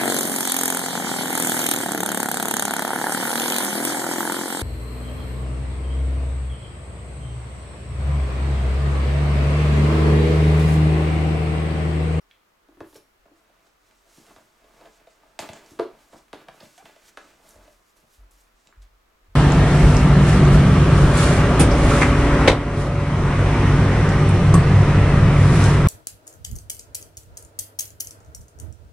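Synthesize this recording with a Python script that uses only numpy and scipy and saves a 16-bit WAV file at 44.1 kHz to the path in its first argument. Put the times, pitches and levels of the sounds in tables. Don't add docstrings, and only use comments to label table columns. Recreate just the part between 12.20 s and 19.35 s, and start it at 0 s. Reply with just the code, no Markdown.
import sys
import numpy as np
from scipy import signal
from scipy.fft import rfft, irfft, next_fast_len
from scipy.io import wavfile
from scipy.ndimage import uniform_filter1d

SR = 44100
rng = np.random.default_rng(int(sys.argv[2]) if len(sys.argv) > 2 else 0)


def volts(x):
    e = np.asarray(x, float) / 20
    return 10 ** e


def generate_wav(sig):
    pcm = np.round(np.clip(np.atleast_2d(sig).T, -1, 1) * 32767).astype(np.int16)
    wavfile.write(sys.argv[1], SR, pcm)


N = 315443
T = np.arange(N) / SR

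# frequency in Hz, relative density in dB.
AIR_SPECTRUM = [(35, -25), (60, -6), (124, -10), (393, -7), (497, -8), (629, -9), (916, -8.5), (1210, -6),
                (1650, -12), (2090, -14), (10800, -33), (13000, -25), (16500, -28)]
# time in seconds, rms level of the mid in dB.
RUMBLE_LEVEL = [(0.0, -71), (0.3, -79), (0.63, -65), (0.88, -71), (1.05, -66), (1.2, -75), (2.39, -69),
                (2.59, -68), (2.89, -72), (3.13, -70), (4.0, -67), (4.56, -76), (5.04, -67.5),
                (6.11, -70.5), (7.15, -63.5)]
# frequency in Hz, gain given to the side signal in dB.
PAIR_WIDTH = [(30, -24), (110, -18), (400, -11), (1300, -10.5), (4400, -8.5), (8000, -8), (11000, -5),
              (12500, -35)]
# frequency in Hz, right over left in dB.
RIGHT_LEAN = [(500, 0), (1500, 1.5), (9000, 2), (13000, 1.5)]
# band centre in Hz, t60 in seconds.
ROOM_DECAY = [(150, 0.26), (400, 0.23), (1000, 0.28), (2500, 0.31), (6000, 0.35), (13000, 0.25)]

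# peak time in seconds, scrape level in dB, rise in seconds,
# fall in seconds, paper rustle against the scrape in dB.
SCRAPE_STROKES = [(.1, -73, 0.0076, 0.082, 5), (.66, -67, .15, .04, -3), (.756, -46.5, 0.0073, 0.021, -26),
                  (1.056, -54.5, 0.0047, 0.019, -17), (1.17, -65.5, 0.088, 0.22, -13),
                  (1.4, -67.5, 0.41, .12, -4.5), (1.7, -65.5, 0.11, 0.088, -6.5),
                  (1.88, -60.5, .07, 0.078, -11), (1.984, -64.5, 0.022, .1, -19),
                  (2.108, -51.5, .1, 0.019, -9.5), (2.172, -56.5, .02, 0.1, -9),
                  (2.434, -67, 0.32, 0.26, -4), (2.568, -65, 0.15, .2, -15),
                  (2.666, -51.5, 0.21, 0.021, -10), (2.798, -62.5, 0.15, 0.22, -4),
                  (3.02, -61.5, 0.1, 0.31, -8), (3.17, -67, 0.35, .1, -20), (3.23, -43, .03, 0.094, -8),
                  (3.36, -51, 0.14, 0.15, -7), (3.5, -56.5, 0.29, 0.015, -8), (3.528, -59, 0.016, 0.2, -15),
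                  (3.72, -57, .3, 0.25, -12), (3.81, -61.5, 0.23, 0.07, -6),
                  (3.938, -47.5, .025, 0.013, -13), (3.978, -59.5, .03, 0.083, -7.5),
                  (4.22, -55, 0.094, 0.033, -4), (4.288, -42.5, 0.016, 0.0038, -15),
                  (4.418, -53, 0.11, 0.1, -6.5), (4.588, -64, .02, 0.041, -9),
                  (4.654, -59, 0.0052, 0.11, 2), (4.892, -65.5, 0.29, 0.042, 1),
                  (5.05, -53.5, 0.073, 0.029, -13), (5.08, -62.5, .05, 0.13, 0.5),
                  (5.272, -56.5, 0.075, 0.035, -11), (5.39, -57.5, 0.49, .1, -15),
                  (5.438, -56, 0.084, 0.089, -8), (5.6, -68, .1, 0.046, -13),
                  (5.852, -67.5, 0.22, .02, -17), (6.0, -68, .1, 0.38, -8), (6.21, -81, .02, 0.15, -3),
                  (6.29, -70, 0.044, .015, -1), (6.46, -66.5, 0.049, .09, -17),
                  (6.62, -68, 0.015, 0.06, -0.5), (7.05, -72.5, 0.69, .02, -7.5),
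                  (7.14, -67, 0.061, .1, -9)]
# peak time in seconds, hiss level in dB, rise in seconds, fall in seconds,
# finest hiss against the hiss in dB.
HISS_STROKES = [(.7, -66.5, 0.11, 0.16, 1), (.764, -55.5, 0.029, 0.037, -3),
                (1.174, -71.5, 0.045, 0.12, -9), (1.47, -69.5, 0.11, .09, -11),
                (1.674, -69.5, 0.1, 0.12, -11), (1.792, -69.5, .2, 0.13, -11), (1.9, -64.5, 0.043, .2, -12),
                (1.962, -59, 0.1, 0.28, -7.5), (2.12, -66.5, .3, 0.33, -6.5), (2.568, -69, 0.32, .4, -8),
                (2.77, -65, .3, 0.051, -12), (2.908, -65, 0.039, 0.13, -14), (3.08, -70.5, .05, 0.21, -15),
                (3.36, -58, 0.11, 0.092, -21), (3.515, -59.5, 0.12, 0.13, -6.5),
                (3.81, -66, 0.11, 0.43, -6), (3.938, -60.5, .05, .04, -12), (3.978, -57.5, .03, 0.05, -13),
                (4.342, -65.5, 0.063, .5, -5), (4.432, -59.5, 0.02, 0.32, -9),
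                (4.588, -58.5, 0.071, 0.031, -8), (4.654, -62.5, .01, 0.16, -22),
                (4.892, -55, 0.095, 0.029, -8), (5.05, -62.5, 0.23, 0.21, -18),
                (5.292, -58.5, 0.11, 0.13, -5.5), (5.438, -66.5, .055, 0.18, -14),
                (5.536, -66.5, 0.15, 0.084, -4.5), (5.702, -67, 0.12, 0.05, -6.5),
                (5.772, -64.5, 0.022, 0.089, -3.5), (5.946, -63, 0.093, .08, -4.5),
                (6.11, -67.5, .004, 0.16, -2), (6.2, -64, 0.071, 0.078, -8), (6.4, -68.5, .06, 0.078, -21),
                (6.46, -69.5, .1, 0.05, -10), (6.622, -61.5, 0.0066, 0.033, -9)]
# resting scrape, rustle, hiss and finest hiss, each in dB.
REST_LEVELS = (-96, -81, -79.5, -85)
# frequency in Hz, relative density in dB.
RUSTLE_SPECTRUM = [(800, -29), (1500, 8), (2500, 4.5), (4000, -2), (6000, -7.5), (10000, -13)]
# frequency in Hz, relative density in dB.
HISS_SPECTRUM = [(3000, -1), (5000, 1), (7000, 1.5), (9000, -2), (12000, -34)]
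# frequency in Hz, relative density in dB.
FINE_SPECTRUM = [(7000, -17), (10000, 1), (12000, 1), (16500, -12)]

# start in seconds, peak level in dB.
REEL_RATTLES = [(.016, -58), (.760, -43)]
# frequency in Hz, relative level in dB, t60 in seconds.
REEL_MODES = [(2400, -5, .02), (4064, -7, .03), (4700, -7, .05), (5250, -4, .05), (5420, -4, .07),
              (5600, -3, .06), (5780, -6, .04), (6000, -8, .03), (7004, -12, .02), (8300, -11, .03),
              (9700, -9, .05), (9830, -4, .075), (11420, -10, .03)]
# start in seconds, peak level in dB, centre in Hz, decay in milliseconds.
TICKS = [(.1118, -40, 2980, 2.9), (.745, -45, 4860, 1.7), (.745, -42, 11600, 4), (1.973, -46, 8000, 2.2),
         (2.066, -46, 8050, 3), (3.192, -21, 6960, 5), (3.204, -31.5, 10600, 1.9),
         (3.334, -32.5, 7000, 3.6), (3.446, -47, 4130, 2.6), (3.462, -41, 6000, 2.5), (3.509, -46, 8000, 3),
         (3.597, -32, 3640, 2.5), (3.791, -53, 3440, 1.1), (4.286, -37, 3240, 1.3),
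         (4.406, -38.5, 4650, 1.4), (4.427, -55, 8000, 3), (4.579, -42, 7960, 4), (5.104, -47, 7000, 1.5),
         (5.291, -38, 11000, 4), (5.308, -39, 8200, 2), (5.358, -49, 8000, 3.5), (6.111, -43.5, 9940, 9),
         (6.211, -48, 11000, 4.6), (6.472, -43.5, 3600, 1.5), (6.472, -41.5, 6000, 1.2),
         (6.526, -43.5, 1590, 0.71), (6.621, -48.5, 4570, 8)]
# start in seconds, body peak in dB, centre of the struck panel in Hz,
# gain of the far panels in dB, edge crack peak in dB.
KNOCKS = [(0.486, -46.5, 289, -18, -56), (0.5709, -47, 310, -17, -62), (0.6053, -30.5, 360, -2, -39.5),
          (0.7281, -44.5, 326, -12, -49.5), (0.7551, -41.5, 464, -23, -45), (1.0562, -48, 517, 0, -67),
          (1.1132, -50, 318, -15, -67), (1.2979, -55, 580, -4, -58), (1.4678, -58, 750, 10, -55),
          (1.974, -46, 293, -14, -63), (2.0659, -60, 820, 4, -46), (2.0972, -54, 790, 6, -55),
          (2.1626, -40.5, 640, 22, -44), (2.4421, -50, 540, -12, -52), (2.6112, -46, 590, -3, -45.5),
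          (2.657, -43, 630, -15, -43.5), (2.8712, -43, 600, -14, -49), (3.0329, -49, 715, -3, -63),
          (3.1906, -23, 705, -4, -20), (3.2899, -32, 695, -2, -29), (3.3329, -39, 650, -7, -36),
          (3.5088, -42.5, 296, -17, -58), (3.5907, -19, 296, -5, -33.5), (3.5958, -13.5, 420, -8, -28.5),
          (3.9291, -40.5, 470, -9, -57), (4.1305, -26.5, 420, 27, -29.5), (4.2847, -35, 726, 4, -38.5),
          (4.404, -54, 920, -7, -39), (4.4268, -40, 540, -17, -58), (4.5793, -45, 730, -13, -41.5),
          (4.6246, -46, 454, -6, -61), (4.6563, -40.5, 1000, -1, -39), (4.691, -46, 650, 3, -53),
          (4.762, -47.5, 533, -12, -46.5), (4.9728, -29, 1490, -9.5, -31.5), (5.3578, -47, 520, -25, -52),
          (5.4768, -44.5, 590, -19, -54), (5.8277, -62, 370, 10, -59)]
# usual frequency in Hz, level in dB ahead of each blow's own share, t60 in seconds.
BOX_MODES = [(206, -14, 0.024), (262, -1.5, 0.051), (310, 0.5, 0.051), (361.6, 1, 0.053), (414, 4, 0.028),
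             (547, -0.5, 0.051), (620.4, 4, 0.054), (742.5, 7.5, 0.018), (790, -0.5, 0.067),
             (842, 0, 0.035), (983, 5.5, 0.014), (1173, 4.5, 0.021), (1345, 3, 0.015), (1648, -3, 0.0193),
             (2130, -23, 0.057)]
# start in seconds, peak in dB, extra gain of the lowest mode in dB.
BUMPS = [(0.608, -40, 10), (0.757, -56, 12), (1.977, -46, -12), (2.168, -56, 26), (3.196, -40, 5.5),
         (3.292, -34.5, 4.5), (3.512, -45, 7), (3.599, -47, 2), (3.937, -45, 0), (4.131, -44, 1.5),
         (4.288, -56, 1), (4.428, -42.5, -4), (4.639, -49, -10), (5.831, -55, 1), (6.469, -58, -10)]
# frequency in Hz, level in dB ahead of each blow's own gain, t60 in seconds.
TABLE_MODES = [(91.7, -4.5, 0.093), (146.4, -2.5, 0.17), (224.4, 1.5, 0.13)]
# start in seconds, length in seconds, pitch at the start in Hz,
# pitch at the end in Hz, peak in dB.
SQUEAK = (4.580, .045, 700, 830, -45)
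# start in seconds, peak in dB, extra gain of the highest mode in dB.
STEPS = [(5.348, -49, 4), (5.974, -43, -8), (6.561, -40.5, -6), (7.079, -50.5, 9)]
# frequency in Hz, level in dB ahead of each step's own gain, t60 in seconds.
BOARD_MODES = [(42.15, 1.5, 0.79), (49.95, 5.5, 0.46), (90, 2, 0.45)]


def colour(x, points):
    hz, db = np.transpose(points)
    size = next_fast_len(x.shape[-1])
    f = np.arange(size // 2 + 1) * SR / size + 1
    gain = volts(np.interp(np.log(f), np.log(hz), db))
    return irfft(rfft(x, size) * gain, size)[..., :x.shape[-1]]


def unit(x):
    return x / np.sqrt(np.mean(x ** 2))


def ring(modes, gain, length):
    hz, db, t60 = np.transpose(modes)[:, :, None]
    t = T[:int(length * SR)]
    decay = np.exp(-np.log(1000) * t / t60)
    return np.sum(np.reshape(gain, (-1, 1)) * volts(db) * decay * np.sin(2 * np.pi * hz * t), axis=0)


def add(out, s, sound, peak_db):
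    i = int(s * SR)
    sound = (sound * volts(peak_db) / np.abs(sound).max())[:N - i]
    out[i:i + len(sound)] += sound


def grains(spread_db):
    return rng.standard_normal(N) * volts(spread_db * rng.exponential(size=N))


def strokes(rows, rest_db):
    drop_db = 15
    power = volts(np.reshape(rest_db, (2, 1))) ** 2 * np.ones(N)
    for s, db, rise, fall, other_db in rows:
        away = np.where(T < s, (s - T) / max(rise, .002), (T - s) / max(fall, .002))
        both = np.array([[1], [volts(other_db) ** 2]])
        power = power + volts(db - drop_db * away) ** 2 * both
    return np.sqrt(power)


def clatter(ms, first):
    ms = max(ms, .3)
    x = rng.standard_normal(2048) * np.exp(-T[:2048] * 1000 / ms)
    x[0] = first * np.sqrt(ms * SR / 2000)
    return x


def burst(lo_hz, hi_hz, ms, first):
    band = signal.butter(3, [lo_hz, min(hi_hz, 18000)], "band", fs=SR, output="sos")
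    return signal.sosfilt(band, clatter(ms, first))


def spread(mid, side):
    return mid + colour(side, PAIR_WIDTH) * np.array([[1], [-1]])


def room_air():
    mid, side = colour(rng.standard_normal((2, N)), AIR_SPECTRUM)
    return volts(-67.5) * spread(mid, volts(11) * side) / np.std(mid)


def room_rumble():
    resonance = ring([(39.4, 0, 0.297)], 1, .7)
    mid, side = unit(signal.fftconvolve(rng.standard_normal((2, N)), resonance[None])[:, :N])
    rumble = mid + volts(-27) * side * np.array([[1], [-1]])
    return rumble * volts(np.interp(T, *np.transpose(RUMBLE_LEVEL)))


def card_scrape():
    card, _ = strokes(SCRAPE_STROKES, REST_LEVELS[:2])
    panel_hz = 640
    octaves = np.log2(np.array(BOX_MODES)[:, 0] / panel_hz)
    share = 1 + 1.06 / (1 + (octaves / 0.009) ** 2)
    signs = (-1) ** np.arange(len(BOX_MODES))
    panels = ring(BOX_MODES, share * signs, .15)
    panels = panels + volts(-6) * ring(TABLE_MODES, [.3, -1, 1], .15)
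    return signal.fftconvolve(card * unit(grains(4.0)), panels / np.linalg.norm(panels))[:N]


def smooth_hiss():
    main, fine = strokes(HISS_STROKES, REST_LEVELS[2:])
    hiss = main * unit(colour(grains(1.6), HISS_SPECTRUM))
    return hiss + fine * unit(colour(grains(2.2), FINE_SPECTRUM))


def paper_rustle():
    _, sheet = strokes(SCRAPE_STROKES, REST_LEVELS[:2])
    return sheet * unit(colour(grains(2.6), RUSTLE_SPECTRUM))


def room(x):
    t, tail = T[:int(.5 * SR)], 0
    for hz, t60 in ROOM_DECAY:
        shape = [(hz / 11.0, -30), (hz / 1.3, -3), (hz, 0), (hz * 2.14, -3), (hz * 6.8, -30)]
        band = colour(rng.standard_normal((2, len(t))), shape)
        tail = tail + band * np.exp(-np.log(1000) * t / t60)
    tail = tail * np.minimum(t / 0.0029, 1)
    mid, side = signal.fftconvolve(x[None], tail / np.linalg.norm(tail[0]))[:, :N]
    return spread(mid, volts(0.5) * side)


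def reel_rattles():
    out = np.zeros(N)
    for s, db in REEL_RATTLES:
        add(out, s, signal.fftconvolve(clatter(3, 2.5), ring(REEL_MODES, 1, .2)), db)
    return out


def ticks():
    out = np.zeros(N)
    for s, db, hz, ms in TICKS:
        add(out, s, burst(hz / 1.57, hz * 1.21, ms, 1.4), db)
    return out


def knocks():
    out = np.zeros(N)
    panel_contact, edge_contact = 3.5, 1.2
    signs = (-1) ** np.arange(len(BOX_MODES))
    for s, db, hz, far_db, crack_db in KNOCKS:
        ms = 4.0 + 3.8 * max(db + 30, 0)
        held = np.array(BOX_MODES)
        held[:, 0] *= 1 + 0.04 * rng.standard_normal(len(held))
        octaves = np.log2(held[:, 0] / hz)
        share = volts(far_db) + 1 / (1 + (octaves / 0.32) ** 4)
        body = signal.fftconvolve(clatter(ms, panel_contact), ring(held, share * signs, 0.14))
        add(out, s, body, db)
        add(out, s, burst(1450, 4240, 1.1 * ms, edge_contact), crack_db)
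        add(out, s, burst(5000, 11000, 1.5 * ms, edge_contact), crack_db - 8.5)
    return out


def table_bumps():
    out = np.zeros(N)
    push = np.hanning(int(0.0033 * SR))
    for s, db, lower_db in BUMPS:
        add(out, s, signal.fftconvolve(push, ring(TABLE_MODES, [volts(lower_db), -1, 1], 0.31)), db)
    return out


def squeak():
    s, length, start_hz, end_hz, db = SQUEAK
    out, count = np.zeros(N), int(length * SR)
    pitch_wobble, level_wobble = uniform_filter1d(rng.standard_normal((2, count)), size=64)
    hz = np.linspace(start_hz, end_hz, count) * (1 + .25 * pitch_wobble)
    phase = 2 * np.pi * np.cumsum(hz) / SR
    tone = np.sin(phase) + .2 * np.sin(2 * phase) + .15 * np.sin(3 * phase)
    envelope = signal.windows.tukey(count, .3) * np.linspace(1, .5, count)
    add(out, s, tone * (1 + 2 * level_wobble) * envelope, db)
    return out


def steps():
    out = np.zeros(N)
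    push = np.hanning(int(0.012 * SR))
    for s, db, upper_db in STEPS:
        add(out, s, signal.fftconvolve(push, ring(BOARD_MODES, [1, -1, volts(upper_db)], 0.85)), db)
    return out


def scene():
    scrape = card_scrape()
    hiss = smooth_hiss()
    rustle = paper_rustle()
    box = knocks() + table_bumps() + ticks() + reel_rattles() + squeak() + scrape + rustle
    box = signal.sosfilt(signal.butter(2, 75, "high", fs=SR, output="sos"), box)
    near = box + hiss
    air = room_air()
    walls = volts(-2) * room(box + volts(-15.5) * hiss)
    low = room_rumble() + steps()
    return np.array([near, colour(near, RIGHT_LEAN)]) + walls + low + air


def roll_off(x):
    return signal.sosfilt(signal.butter(12, 17880, fs=SR, output="sos"), x)


def record(dry):
    top_cut = signal.ellip(8, .2, 60, 16500, fs=SR, output="sos")
    mix = signal.sosfilt(top_cut, dry)
    return roll_off(mix)


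dry = scene()
out = record(dry)
generate_wav(out)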